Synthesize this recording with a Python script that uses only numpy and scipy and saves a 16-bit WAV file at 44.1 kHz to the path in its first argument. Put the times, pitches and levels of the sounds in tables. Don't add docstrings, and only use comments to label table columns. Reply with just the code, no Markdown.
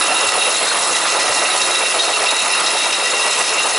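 import sys
import numpy as np
from scipy import signal
from scipy.fft import rfft, irfft
from scipy.io import wavfile
from scipy.ndimage import uniform_filter1d

SR = 44100
rng = np.random.default_rng(int(sys.argv[2]) if len(sys.argv) > 2 else 0)


def bounce(signal):
    frames = np.transpose(np.atleast_2d(signal))
    limited = np.clip(frames, -1, 1)
    pcm = np.round(limited * 32767).astype(np.int16)
    wavfile.write(sys.argv[1], SR, pcm)


def natural_amplitude(level_db):
    exponent = np.asarray(level_db, float) / 20
    return 10 ** exponent


N = 166698

# (time [s], left minus right [dB], low ring [dB], upper rings [dB], plate [dB], roar [dB])
MOVE = [(0, -1.5, 2.5, 3.5, 2.5, 1.5), (.55, 0.5, -4, 2, -1, 2), (1, -0.5, -4.5, 3, -0.5, 3),
        (1.35, -0.3, -1.5, 4.5, -0.5, 3), (1.5, -0.5, -8, 3.5, 1, 2.5), (2, 0, 0.5, 1.5, -1, 2),
        (2.5, -0.3, -1, 4, -1, 2), (3, 1, -1.5, 4.5, -2, 1.5), (3.4, 0.7, 0, 3, -3.5, 3),
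        (3.78, 0.5, -1.5, 4, -1.5, 1.5)]
CLANK_PHASE, THUD_PHASE = 0.22, 0.76
BUNCH_DB = 3


def evened(x):
    return x / np.sqrt(np.mean(x ** 2) + 1e-20)


def read(points, hz):
    f, value = np.transpose(points)
    return np.interp(np.log(hz + 1), np.log(f + 1), value)


def curve(table, column, t):
    return np.interp(t, np.array(table)[:, 0], np.array(table)[:, column])


def drift(size):
    once = uniform_filter1d(rng.standard_normal(N), size=size)
    return evened(uniform_filter1d(once, size=size))


def swing(t, phase):
    cycle_hz = 7.57
    return np.cos(2 * np.pi * (cycle_hz * t - phase))


def resonate(x, hz, width):
    turn = np.exp(2j * np.pi * np.cumsum(hz * np.ones(len(x))) / SR)
    r = np.exp(-np.pi * width / SR)
    return 2 * (turn * signal.lfilter([1 - r], [1, -r], x / turn)).real


def ring_modes(x, modes, tune=1):
    return sum(natural_amplitude(db) * resonate(x, hz * tune, width) * np.sqrt(60 / width)
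               for hz, width, db in modes)


def burst(length_s, noise, rise=1):
    u = np.arange(len(noise)) / SR / length_s
    return noise * (u / rise) ** rise * np.exp(rise - u)


def rattle(spread_db):
    rate_per_s = 1500
    size = natural_amplitude(spread_db * np.minimum(rng.exponential(1, N), 5)) * rng.choice([-1., 1.], N)
    return evened(size * (rng.random(N) < rate_per_s / SR))


def add(mix, s, sound):
    part = mix[max(round(s * SR), 0):][:len(sound)]
    part += sound[:len(part)]


def tone(t, hz, width):
    waver_db = 2
    wander = np.cumsum(rng.standard_normal(N)) * np.sqrt(2 * np.pi * width / SR / 2)
    waver = drift(size=2000)
    return evened(np.sin(2 * np.pi * hz * t + wander) * natural_amplitude(waver_db * waver))


def rumble(t):
    level_db, wide_db = -58, -27
    low_hz, high_hz = 45, 101
    lump_db, swing_db, phase, fade_db_per_s = 5, 3, 1, -3
    shared, side = rng.standard_normal((2, N))
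    shape_db = lump_db * drift(size=900) + swing_db * swing(t, phase) + fade_db_per_s * t
    side = natural_amplitude(wide_db) * side
    ports = np.array([shared + side, shared - side])
    band = signal.butter(1, [low_hz, high_hz], "bandpass", fs=SR)
    return natural_amplitude(level_db) * evened(signal.lfilter(*band, ports * natural_amplitude(shape_db)))


def hall(x, t):
    t60_s, turn_rate_hz = 0.93, 1.702
    count, spacing, delay = 900, 20, 300
    taps = np.zeros((3, count * spacing + delay))
    at = delay + np.arange(count) * spacing + rng.integers(0, spacing, (3, count))
    echoes = rng.choice([-1., 1.], at.shape) * natural_amplitude(-60 * at / SR / t60_s)
    np.put_along_axis(taps, at, echoes, 1)
    feed = np.sqrt(2 / 3) * np.cos(np.pi * (turn_rate_hz * t + np.arange(3)[:, None] / 3))
    return signal.fftconvolve(x * feed, taps / np.linalg.norm(taps[0]), axes=1)[:, :N].sum(0)


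def roar():
    # (frequency [Hz], relative density [dB per Hz])
    spectrum = [(25, -21), (110, -14.5), (230, -18.5), (300, -17), (400, -8.5), (557, -4), (1300, -5),
                (1550, -13), (2230, -7), (3030, -8), (4570, -12.5), (6500, -11.5), (8000, -10.5),
                (9370, -14), (11100, -15.5)]
    level_db, patch_db, flicker_db = -20.5, 2.13, 3
    flicker_low = 0.55
    turn_hz, low_swing_db, high_swing_db = 1610, 3, -0.9
    hop = 128
    frames, hz = N // hop + 5, np.fft.rfftfreq(512, 1 / SR)
    a, b, patches, wide = rng.standard_normal((frames, 257, 4)).T
    patches = evened(uniform_filter1d(uniform_filter1d(patches, size=5, axis=0), size=14, axis=1))
    wide = evened(uniform_filter1d(uniform_filter1d(wide, size=50, axis=0), size=2, axis=1))
    t = np.arange(frames) * hop / SR
    low = (1 / (1 + (hz / turn_hz) ** 4))[:, None]
    high = 1 - low
    throb = low * low_swing_db * swing(t, THUD_PHASE) + high * high_swing_db * swing(t, CLANK_PHASE)
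    flicker = flicker_db * (high + flicker_low * low) * wide
    z = (a + 1j * b) * natural_amplitude(patch_db * patches + flicker + throb + curve(MOVE, column=5, t=t))
    x = signal.istft(z, nperseg=512, noverlap=384)[1][:N]
    colour = natural_amplitude(read(spectrum, np.fft.rfftfreq(N, 1 / SR)))
    return natural_amplitude(level_db) * evened(irfft(rfft(x) * colour, N))


def whine(t):
    tones_hz = [
        [9767, 9802, 9810],
        [9930, 9962, 9998, 10035, 9990],
        [10190, 10200],
    ]
    # (wavering width [Hz], rms level before the reach [dB])
    tones_level = [
        [(14, -44), (10, -39), (70, -42)],
        [(20, -46), (8, -36.5), (10, -36), (10, -40), (100, -38)],
        [(12, -43), (70, -46)],
    ]
    # (time [s], low [dB], middle [dB], high [dB])
    reach = [(0, 11.5, 0.5, 9), (.3, 3, 5.5, -6), (.6, 4, 4.5, 8), (1.1, 2.5, 2.5, -1), (1.5, 7.5, 3.5, 6),
             (1.9, 4.5, 3, -2), (2.2, 4, -0.5, 5), (2.55, -4, 6, 5), (2.9, 4, -2, 2), (3.3, -2, 0.5, 5),
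             (3.78, 8, 1.5, -3)]
    out = np.zeros(N)
    for k, (group_hz, group) in enumerate(zip(tones_hz, tones_level)):
        tones = sum(natural_amplitude(db) * tone(t, hz, width) for hz, (width, db) in zip(group_hz, group))
        out += tones * natural_amplitude(curve(reach, column=k + 1, t=t))
    return out


def ticks(t):
    # (time [s], level before tick_db [dB], centre frequency [Hz])
    latch_ticks = [(.265, -28.5, 7600), (.56, -28.5, 7300), (0.786, -30, 7700), (0.916, -29, 6600),
                   (1.111, -33, 6500), (1.195, -32, 6600), (1.433, -33, 8500), (1.658, -29, 7300),
                   (2.307, -29.5, 7000), (2.413, -34, 6700), (3.104, -29, 7000), (3.3, -31, 6400),
                   (3.534, -27.5, 6400), (3.624, -33, 6950)]
    # (time [s], level [dB])
    glints = [(.499, -27.5), (.835, -31), (1.199, -28), (1.263, -31), (2.523, -33), (2.659, -24),
              (2.786, -41), (3.185, -28), (3.305, -28), (3.448, -30)]
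    chatter_db, spread_db, swing_db = -29, 5, 6.5
    chatter_hz, chatter_width_hz = 6060, 5400
    tick_db, tick_s, tick_width_hz = 7.5, 0.0054, 1800
    glint_hz, glint_width_hz, glint_s = 5140, 130, 0.014
    drive = rattle(spread_db) * natural_amplitude(swing_db * swing(t, CLANK_PHASE) + BUNCH_DB * drift(size=500))
    chatter = resonate(drive, chatter_hz, chatter_width_hz)
    out = natural_amplitude(chatter_db) * evened(resonate(chatter, chatter_hz, chatter_width_hz))
    for (s, db, hz), noise in zip(latch_ticks, rng.standard_normal((len(latch_ticks), 2500))):
        band = evened(resonate(resonate(noise, hz, tick_width_hz), hz, tick_width_hz))
        add(out, s, natural_amplitude(db + tick_db) * burst(tick_s, band))
    for (s, db), noise in zip(glints, rng.standard_normal((len(glints), 2500))):
        band = evened(resonate(noise, glint_hz, glint_width_hz))
        add(out, s, natural_amplitude(db) * burst(glint_s, band))
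    return out


def plate(t):
    # (frequency [Hz], width [Hz], level before width weighting [dB])
    plate_modes = [(354, 8.7, -4.5), (431.7, 12.6, 1), (507, 8.6, -8), (554, 38, -0.5), (657, 89, 5.5),
                   (728.6, 40, 2), (851, 56, 3.5), (995, 35, 6), (1210, 186, 7.5), (1275, 140, 1.5)]
    # (time [s], level before thud_db [dB], body pitch [Hz])
    thuds = [(0, -20, 1300), (0.103, -15.5, 760), (0.214, -22, 543), (0.347, -18, 826), (0.372, -19, 596),
             (0.478, -19.5, 580), (0.606, -19, 644), (0.66, -18, 1280), (0.709, -17.5, 1210),
             (0.754, -21.5, 1026), (0.816, -27, 726), (0.874, -25, 740), (0.903, -18.5, 565),
             (0.997, -24, 1210), (1.046, -15, 1210), (1.146, -23, 504), (1.25, -35, 650),
             (1.302, -35, 1230), (1.353, -21, 685), (1.42, -19, 668), (1.484, -19, 1240), (1.535, -31, 995),
             (1.687, -29, 630), (1.792, -24, 690), (1.94, -17, 637), (2.075, -15.5, 707), (2.215, -16, 810),
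             (2.321, -35, 940), (2.452, -19, 820), (2.545, -19, 1252), (2.588, -19, 1046),
             (2.742, -28, 760), (2.858, -19, 850), (2.979, -26, 870), (3.116, -21, 1086), (3.191, -19, 996),
             (3.246, -15.5, 995), (3.382, -17, 880), (3.517, -19, 1265), (3.599, -17.5, 1246),
             (3.644, -16, 775), (3.692, -25, 974)]
    drone_db, spread_db, swing_db = -25.5, 1.5, 1.5
    thud_db, thud_s, thud_rise = -1, 0.013, 0.67
    width_share, noise_share = 0.77, 0.72
    drive = rattle(spread_db) * natural_amplitude(swing_db * swing(t, THUD_PHASE) + curve(MOVE, column=4, t=t))
    out = natural_amplitude(drone_db) * evened(ring_modes(drive, plate_modes))
    for (s, db, hz), noise in zip(thuds, rng.standard_normal((len(thuds), 4000))):
        width = width_share * hz
        scrape = evened(resonate(resonate(noise, hz, width), hz, width))
        ring = np.sqrt(2) * np.sin(2 * np.pi * hz * np.arange(len(noise)) / SR + noise[0])
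        blow = noise_share * scrape + (1 - noise_share) * ring
        add(out, s, natural_amplitude(db + thud_db) * burst(thud_s, blow, thud_rise))
    return out


def gears(t):
    # (frequency [Hz], width [Hz], level before width weighting [dB])
    gear_modes = [
        [(2673, 37, -6.5), (2729, 29, 2.5)],
        [(3812, 56, -2.5)],
        [(4210, 60, -6.5)],
        [(1955, 43, -6), (2087, 6.7, -16.5), (2450, 140, -11.5), (5187, 300, -5.5)],
    ]
    # (time [s], peak level before clank_db [dB], ring struck [0 low, 1 middle, 2 high])
    clanks = [(0.009, -15.5, 1), (0.017, -39, 0), (0.151, -18, 1), (0.182, -25.5, 2), (0.182, -21, 0),
              (0.274, -17, 1), (0.282, -19, 0), (0.404, -15.5, 1), (0.413, -16, 0), (0.546, -15.5, 1),
              (0.576, -21, 2), (0.628, -24, 2), (0.675, -19, 1), (0.694, -17.5, 2), (0.946, -16.5, 1),
              (0.948, -33, 2), (1.333, -32, 2), (1.449, -16, 0), (1.47, -25, 2), (1.499, -16, 1),
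              (1.595, -17.5, 0), (1.611, -16.5, 1), (1.749, -14.5, 1), (1.853, -18, 0), (1.864, -15, 1),
              (1.905, -21, 0), (1.99, -13, 1), (2.021, -22, 2), (2.127, -15, 1), (2.157, -25, 0),
              (2.263, -16, 0), (2.281, -14.5, 1), (2.382, -25, 2), (2.384, -19, 1), (2.4, -17, 0),
              (2.52, -18.5, 1), (2.524, -16, 0), (2.53, -26, 2), (2.661, -15, 1), (2.79, -17, 1),
              (2.794, -21, 0), (2.831, -18, 1), (2.921, -18, 0), (2.925, -17.5, 1), (3.039, -30, 0),
              (3.055, -27, 1), (3.132, -18, 0), (3.191, -17.5, 0), (3.205, -18, 1), (3.247, -18, 0),
              (3.315, -20, 1), (3.404, -20.5, 0), (3.476, -25, 0), (3.534, -24, 0), (3.581, -16.5, 0),
              (3.583, -25, 1)]
    ring_db, spread_db, swing_db = -23.5, 3.5, 1
    clank_db, clank_s, clank_rise = 3.5, 0.0075, 0.63
    scatter = 0.0067
    move_columns = [2, 3, 3, 3]
    out = np.zeros(N)
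    for column, modes in zip(move_columns, gear_modes):
        level_db = swing_db * swing(t, CLANK_PHASE) + curve(MOVE, column=column, t=t)
        drive = rattle(spread_db) * natural_amplitude(level_db + BUNCH_DB * drift(size=450))
        out += ring_modes(drive, modes, 1 + scatter * drift(size=1200))
    out = natural_amplitude(ring_db) * evened(out)
    for (s, db, k), noise in zip(clanks, rng.standard_normal((len(clanks), 4001))):
        strike = burst(clank_s, noise[1:], clank_rise)
        struck = ring_modes(strike, gear_modes[round(k)], 1 + scatter * noise[0])
        add(out, s, natural_amplitude(db + clank_db) * struck / abs(struck).max())
    return out


def scene():
    echo_db, wide_db = -5, -11.5
    t = np.arange(N) / SR
    near = gears(t) + plate(t) + ticks(t)
    whole = near + roar() + whine(t)
    pan = curve(MOVE, column=1, t=t)
    wide = np.array([hall(whole, t), hall(whole, t)]) * natural_amplitude(wide_db)
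    return (whole + natural_amplitude(echo_db) * hall(near, t)) * natural_amplitude([pan / 2, -pan / 2]) + wide


def top_cut(x):
    return signal.sosfilt(signal.butter(12, 11660, fs=SR, output="sos"), x)


def record(dry):
    # (frequency [Hz], left minus right [dB])
    balance = [(60, 10), (140, 7), (340, 5.5), (810, 4.5), (1940, 3.5), (4640, 6), (11100, 4)]
    low_cut_hz, knee, edge_hz = 160, 0.83, 11035
    hz = np.fft.rfftfreq(N, 1 / SR)
    tilt = read(balance, hz) - np.mean([db for _, db in balance])
    low_cut = 1 + (low_cut_hz / (hz + 1)) ** 4
    x = irfft(rfft(dry) * natural_amplitude([tilt / 2, -tilt / 2]) / low_cut, N)
    x = x + rumble(np.arange(N) / SR)
    overloaded = knee * np.tanh(x / knee)
    finished = irfft(rfft(overloaded) * (hz < edge_hz), N)
    return top_cut(finished)


dry = scene()
out = record(dry)
bounce(out)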